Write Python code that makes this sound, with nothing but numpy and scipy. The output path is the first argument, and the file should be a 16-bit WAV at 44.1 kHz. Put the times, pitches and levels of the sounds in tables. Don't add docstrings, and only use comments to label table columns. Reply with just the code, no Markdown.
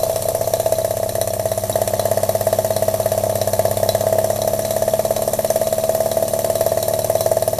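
import sys
import numpy as np
from scipy import signal
from scipy.fft import rfft, irfft, next_fast_len
from scipy.io import wavfile
from scipy.ndimage import uniform_filter1d

SR = 44100
rng = np.random.default_rng(int(sys.argv[2]) if len(sys.argv) > 2 else 0)


def file_out(sig):
    cols = np.atleast_2d(sig).T
    lim = np.clip(cols, -1, 1)
    pcm = np.round(lim * 32767).astype(np.int16)
    wavfile.write(sys.argv[1], SR, pcm)


N = 334719


def amp(db):
    return 10 ** (np.asarray(db) / 20)


def unit(x):
    return x / np.sqrt(np.mean(x ** 2) + 1e-20)


def along(points, hz):
    f, value = np.transpose(points)
    return np.interp(np.log(hz + 1), np.log(f + 1), value)


def curves(rows):
    s, *columns = np.transpose(rows)
    return [np.interp(np.arange(N) / SR, s, column) for column in columns]


def filtered(x, response):
    m = next_fast_len(N + SR // 2)
    hz = np.fft.rfftfreq(m, 1 / SR)
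    return irfft(rfft(x, m) * response(hz), m)[..., :N]


def rush(spectrum, patchy_db):
    cells = signal.stft(rng.standard_normal((2, N + 512)), nperseg=256)[2]
    patches = rng.standard_normal(cells.shape[1:])
    patches = uniform_filter1d(uniform_filter1d(patches, 4, 0), 5, 1)
    pair = signal.istft(cells * amp(patchy_db * unit(patches)), nperseg=256)[1][:, :N]
    return unit(filtered(pair, lambda hz: amp(along(spectrum, hz))))


def strike(times, levels_db, modes, rise, scatter_db, loose):
    hz, db, t60 = np.transpose(modes)[:, :, None]
    t = np.arange(SR // 5) / SR
    envelope = amp(db - 60 * t / t60) * (1 - np.exp(-t / rise))
    swing = envelope * np.exp(2j * np.pi * hz * t)
    chance = rng.standard_normal((len(times), 2, len(modes)))
    strengths = amp(levels_db[:, None] + scatter_db * chance[:, 0])
    gains = strengths * np.exp(1j * loose * chance[:, 1])
    out = np.zeros(N + 2 * SR)
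    for s, ring in zip(times, (gains @ swing).imag):
        start = SR // 2 + round(s * SR)
        out[start:][:len(t)] -= ring
    return out[SR // 2:][:N]


START_TURN = .487
# (t/s, speed/turns per second)
SPEED = [(0, 15.712), (.7, 16.146), (1.4, 16.547), (2.1, 16.861), (2.8, 16.979), (3.5, 16.818),
         (3.9, 16.846), (4.3, 17.16), (5, 17.539), (5.7, 17.921), (6.4, 18.224), (7, 18.431), (7.6, 18.573)]


def crank():
    speed, = curves(SPEED)
    return START_TURN + np.cumsum(speed) / SR, speed


LEAD_TURNS = .23
LAG_S, LAG_TOP = .07, 7
MEAN_SPEED = 16.92
# (multiple of the shaft rate, relative level/dB)
ORDERS = [(2, 0), (3, -9), (4, -4), (5, 6), (6, 0), (7, -3), (8, 5), (9, -10), (10, 0), (11, -9), (12, 0)]
# (f/Hz, relative level/dB)
SWAY = [(30, -45), (72, -45.5), (80, -59), (86, -53.5), (93, -41), (101, -29.5), (107, -36.5), (111, -31.5),
        (118, -33), (123, -42), (130, -54), (138, -45.5), (160, -45.5), (170, -58), (185, -42.5),
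        (193, -44.5), (202, -37), (211, -35.5), (218, -37), (223, -46)]
# (t/s, relative level/dB)
PRESSING = [(0, -0.5), (2.6, -1.5), (3.8, 0), (4.6, -1), (7.59, -2)]


def throb(turns, speed):
    level_db, = curves(PRESSING)
    behind = LAG_S * (speed - MEAN_SPEED)
    shake = np.zeros(N)
    for k, db in ORDERS:
        angle = turns + LEAD_TURNS - behind * (k <= LAG_TOP)
        level = np.sqrt(2) * amp(db + along(SWAY, k * speed))
        shake += level * np.sin(2 * np.pi * k * angle)
    sway_hz, width_hz = 112, 21

    def all_pass(f):
        return np.exp(-2j * np.arctan2(f * width_hz, sway_hz ** 2 - f ** 2))

    return filtered(amp(level_db) * shake, all_pass)


# (phase/turn, relative level/dB)
BREATH = [(0, 3), (.04, 3.5), (.17, 3.5), (.24, -1.5), (.34, 3.5), (.47, -3.5), (.53, 1), (.68, -1),
          (.85, -0.5), (1, -0.5)]
# (t/s, relative hiss level/dB, relative rattle level/dB)
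STEAM = [(0.0, -33, -42), (1.35, -36, -46.5), (1.77, -34.5, -41.5), (7.25, -33.5, -43.5),
         (7.59, -36.5, -45.5)]
# (f/Hz, relative level per Hz/dB)
HISS = [(1290, -33), (2200, -8), (3180, -13), (4120, -6.5), (5130, -8), (5720, 1), (6380, -2.5),
        (9970, 1.5), (12300, 3), (13500, 3), (14300, -19)]
# (f/Hz, relative level per Hz/dB)
RATTLE = [(40, -1), (150, 0.5), (300, -5), (500, -4), (640, -2), (800, 3.5), (870, -8.5), (1110, -0.5),
          (1430, -14), (1720, -8), (2180, -15), (3500, -10.5)]


def steam(turns):
    hiss_db, rattle_db = curves(STEAM)
    stroke_db = np.interp(turns % 1, *np.transpose(BREATH))
    hiss = amp(hiss_db + 0.5 + stroke_db) * rush(HISS, patchy_db=2)
    rattle = amp(rattle_db + 7.5 + 1.22 * stroke_db) * rush(RATTLE, patchy_db=1.5)
    return hiss + rattle


KNOCK_SCATTER_DB, RETURN_SCATTER_DB = 0.82, 2.5
CLACK_DB, CLACK_SCATTER_DB = -18, 3
RING_DB, RING_SCATTER_DB = -30, 5.5
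# (t/s, relative outer knock level/dB, relative return knock level/dB)
SLACK = [(0, -4.5, -14.5), (.4, -4.5, -11.5), (.65, -3, -18), (.9, -5.5, -12), (1.3, -6.5, -15.5),
         (1.55, -3, -31), (1.75, -3.5, -12.5), (2.5, -3.5, -16), (2.95, -3.5, -19), (3.3, -6.5, -10),
         (3.7, -1.5, -12.5), (4.3, -2.5, -9.5), (4.65, -6, -17.5), (4.85, -3, -23), (5.18, -1.5, -12.5),
         (5.3, -3, -19), (5.7, -3, -26), (5.9, -2, -19), (6.3, -5.5, -12), (6.65, -1, -27),
         (6.85, -4, -14.5), (7.3, -1.5, -26), (7.59, -6.5, -24)]
# (t/s, relative knock level/dB, relative clack level/dB, relative crosshead ring level/dB)
SET_TURNS = [(.032, -2.5, -14.5, -21), (.16, -5.5, -15, -20), (.223, -13, -14, -23), (.536, -2, -11.5, -14),
             (.598, -3.5, -14.5, -20), (.722, -2.5, -13, -24), (.784, -6, -18, -26), (.969, -9, -19, -47),
             (1.091, -9.5, -16, -19), (1.213, -4.5, -13, -11), (1.335, -8.5, -14, -33),
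             (1.516, -5.5, -18, -20), (1.576, -7, -16.5, -39), (1.636, -7.5, -17, -39),
             (1.696, -7, -17, -29), (1.875, -6.5, -13.5, -15.5), (1.994, -3, -17, -12),
             (2.291, -4, -16, -17), (2.41, -5.5, -15, -28), (2.764, -4, -18, -13.5), (3.414, -6, -19, -17),
             (3.533, -3, -13.5, -17), (3.592, 0, -14.5, -27), (3.711, -5.5, -18.5, -34),
             (3.771, -4.5, -12.5, -44), (3.889, -2, -11.5, -9), (4.008, -6, -16.5, -20),
             (4.36, -11.5, -20, -22), (4.418, -7.5, -20.5, -15.5), (4.649, -7.5, -17, -15.5),
             (4.707, -5.5, -11.5, -17), (5.05, -3.5, -17, -20), (5.163, -7, -17, -18.5),
             (5.22, -5, -14.5, -25), (5.67, -5.5, -21, -19.5), (5.782, -5.5, -16, -31),
             (5.837, -5.5, -18, -21), (6.114, -6.5, -16, -18.5), (6.17, -2, -26, -44),
             (6.28, -10.5, -14.5, -24), (6.554, -5, -18, -18.5), (6.609, -1.5, -15.5, -17),
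             (6.827, -7.5, -12, -14), (6.935, -4.5, -17, -20), (6.99, -6, -15.5, -20),
             (7.044, -6.5, -15, -33), (7.207, -6, -9.5, -16), (7.423, -4.5, -15.5, -19)]


def strokes(turns, speed):
    whole_turns = np.arange(int(turns[-1]) + 1)
    s = np.interp(whole_turns, turns, np.arange(N) / SR, left=-START_TURN / speed[0])
    at, outer_db, inner_db = np.transpose(SLACK)
    chance = np.clip(rng.standard_normal((len(s), 4)).T, -2, 2)
    knock_db = np.interp(s, at, outer_db) + KNOCK_SCATTER_DB * chance[0]
    clack_db = CLACK_DB + CLACK_SCATTER_DB * chance[1]
    ring_db = RING_DB + RING_SCATTER_DB * chance[2]
    return_db = np.interp(s, at, inner_db) + RETURN_SCATTER_DB * chance[3]
    for moment, *levels in SET_TURNS:
        turn = np.argmin(abs(s - moment))
        knock_db[turn], clack_db[turn], ring_db[turn] = levels
    return s, knock_db, clack_db, ring_db, return_db


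RETURN = .497
# (phase/turn, relative level/dB, scatter/dB)
BOUNCES = [(0.152, -23, 1.5), (0.218, -15, 2), (.31, -19, -2), (0.719, -18.5, 2)]
# (f/Hz, relative level/dB, t60/s)
BED = [(479, -15, 0.048), (533, 6, 0.025), (592.3, 8.5, 0.034), (631.2, 7, 0.048), (647.7, -6, 0.13),
       (803, -37, 0.035), (837, 1.5, 0.016), (859.2, -18, 0.088), (970, -1.5, 0.011), (1180, -42, 0.03)]
# (f/Hz, relative level/dB, t60/s)
TABLE = [(239.5, -0.5, 0.16), (266, -10, 0.074), (311.5, -2, 0.21), (356, -7, 0.064), (373.7, 1.5, 0.26),
         (405, -20, 0.22)]
# (f/Hz, relative level/dB, t60/s)
CYLINDER = [(1727, 8, 0.025), (1842, 5, 0.03), (1940, 5.5, 0.024)]
# (t/s, relative level/dB)
TAP = [(0.0, -53), (1.16, -44.5), (7.59, -48)]


def knocks(blows):
    s, knock_db, _, _, return_db = blows
    period = np.gradient(s)
    s = s - .0004
    back = s + RETURN * period + .0004
    bed = strike(s, knock_db, BED, rise=.007, scatter_db=.8, loose=.08)
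    bed += strike(back, return_db, BED, rise=.006, scatter_db=1, loose=.1)

    even = np.zeros(len(s))
    table = strike(s, even - 34, TABLE, rise=0.0067, scatter_db=-2.5, loose=0.036)
    table += strike(back, even - 40, TABLE, rise=0.022, scatter_db=-0.5, loose=.05)

    tap_db = np.interp(s, *np.transpose(TAP))
    blow_db = tap_db + 8 + 0.72 * (knock_db + 6.5)
    cylinder = strike(s + 0.00303, blow_db, CYLINDER, rise=0.00044, scatter_db=1.25, loose=0.77)
    for share, db, scatter_db in BOUNCES:
        at = s + share * period + .00015 * rng.standard_normal(len(s))
        level_db = db + scatter_db * rng.standard_normal(len(s))
        bed += strike(at, level_db - 6, BED, rise=.006, scatter_db=1.2, loose=.12)
        cylinder += strike(at + 0.00293, tap_db + level_db + 7, CYLINDER,
                           rise=.001, scatter_db=4.0, loose=2.8)
    return amp(-3.5) * bed + table + cylinder


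# (f/Hz, relative level per Hz/dB)
TICK = [(700, -32), (1000, 6), (1250, -4), (1450, -15), (2000, -7), (3000, -8), (6000, -8), (9000, -10)]
# (f/Hz, relative level/dB, t60/s)
VALVE = [(7400, -5.5, 0.032), (8300, -5, 0.026), (9840, 4.5, 0.016), (10290, 5, 0.01), (11900, 4, 0.011),
         (12600, 0.5, 0.016), (13400, -2, .015)]
# (f/Hz, relative level/dB, t60/s)
CROSSHEAD = [(3400, -11.5, 0.053), (3865, -3, 0.039), (4230, -5, 0.046), (4060, -9.5, 0.11),
             (5660, 0.5, 0.025), (5870, -7, 0.056)]


def clacks(blows):
    s, _, clack_db, ring_db, _ = blows
    at, t = s + .0006, np.arange(N) / SR
    last = np.clip(np.searchsorted(at, t) - 1, 0, None)
    since = t - at[last]
    attack = 1 - np.exp(-since / 0.00013)
    decay = amp(-4.5 - 60 * since / 0.0095) + amp(-15.0 - 60 * since / 0.15)
    mid, other = amp(clack_db[last]) * decay * attack * rush(HISS, patchy_db=5.0)
    edge = amp(.5 * ring_db[last] - 14.0 - 60 * since / 0.014) * attack
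    mid += edge * rush(TICK, patchy_db=5.5)[0]
    mid += strike(at, clack_db - 12.0, VALVE, rise=0.00016, scatter_db=3.5, loose=4.7)
    other += strike(at, clack_db - 27, VALVE, rise=.0002, scatter_db=8, loose=3.4)
    mid += strike(at, ring_db - 9.5, CROSSHEAD, rise=0.000093, scatter_db=2.5, loose=4.26)
    return np.array([mid, other]) + chatter(s, count=300)


def chatter(s, count):
    moment, size = rng.random((count, 2)).T
    at = moment * N / SR
    level_db = -44 - 4 * np.log(size + 0.045)
    mid = strike(at, level_db, VALVE, rise=.0002, scatter_db=1.5, loose=2.8)
    other = strike(at, level_db, VALVE, rise=.0002, scatter_db=1.5, loose=2.8)
    ring_db = -41 + 4.7 * rng.standard_normal(len(s))
    back = s + RETURN * np.gradient(s)
    mid += strike(back, ring_db, CROSSHEAD, rise=.0003, scatter_db=5, loose=3.2)
    return np.array([mid, other])


# (f/Hz, t60/s)
ROOM = [(400, 0.17), (650, 0.23), (2000, 0.4), (12000, 0.15)]


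def room(x):
    hz, t, cells = signal.stft(rng.standard_normal(SR // 2), SR, nperseg=256)
    decay = amp(-60 * t / along(ROOM, hz)[:, None])
    tail = signal.istft(cells * decay, SR, nperseg=256)[1]
    delayed = np.pad(x, (300, 0))
    return signal.fftconvolve(delayed, tail / np.linalg.norm(tail))[:N]


# (f/Hz, left-right likeness)
ALIKE = [(60, .9990), (300, .998), (1000, .997), (2300, .993), (4300, .988), (5800, .95), (8000, .62),
         (14700, .45)]


def stereo(mid, other):
    def mix(hz):
        turn = np.arccos(np.clip(along(ALIKE, hz), -1, 1)) / 2
        return np.array([np.cos(turn), np.sin(turn)])

    mid, side = filtered(np.array([mid, other]), mix)
    return np.array([mid + side, mid - side])


def scene():
    turns, speed = crank()
    blows = strokes(turns, speed)
    bed = knocks(blows)
    mid, other = clacks(blows)
    mid += bed
    air = steam(turns)
    tail = amp(-12.0) * room(mid)
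    bed_side = amp(-44.0) * bed
    return stereo(mid + tail + throb(turns, speed) + air[0], other + air[1] + bed_side + tail)


TOP_HZ = 14250
# (f/Hz, left minus right level/dB)
LEAN = [(5000, 0), (8000, .1), (10500, .8), (14000, 2.9)]


def record(dry):
    held = dry / (1 + abs(dry / .95) ** 6) ** (1 / 6)

    def ports(hz):
        left_over_right = amp(along(LEAN, hz)) * np.exp(2j * np.pi * hz * 6e-6)
        lean = left_over_right ** np.array([[.5], [-.5]])
        return lean / np.sqrt(1 + (hz / TOP_HZ) ** 200)

    return filtered(held, ports)


dry = scene()
out = record(dry)
file_out(out)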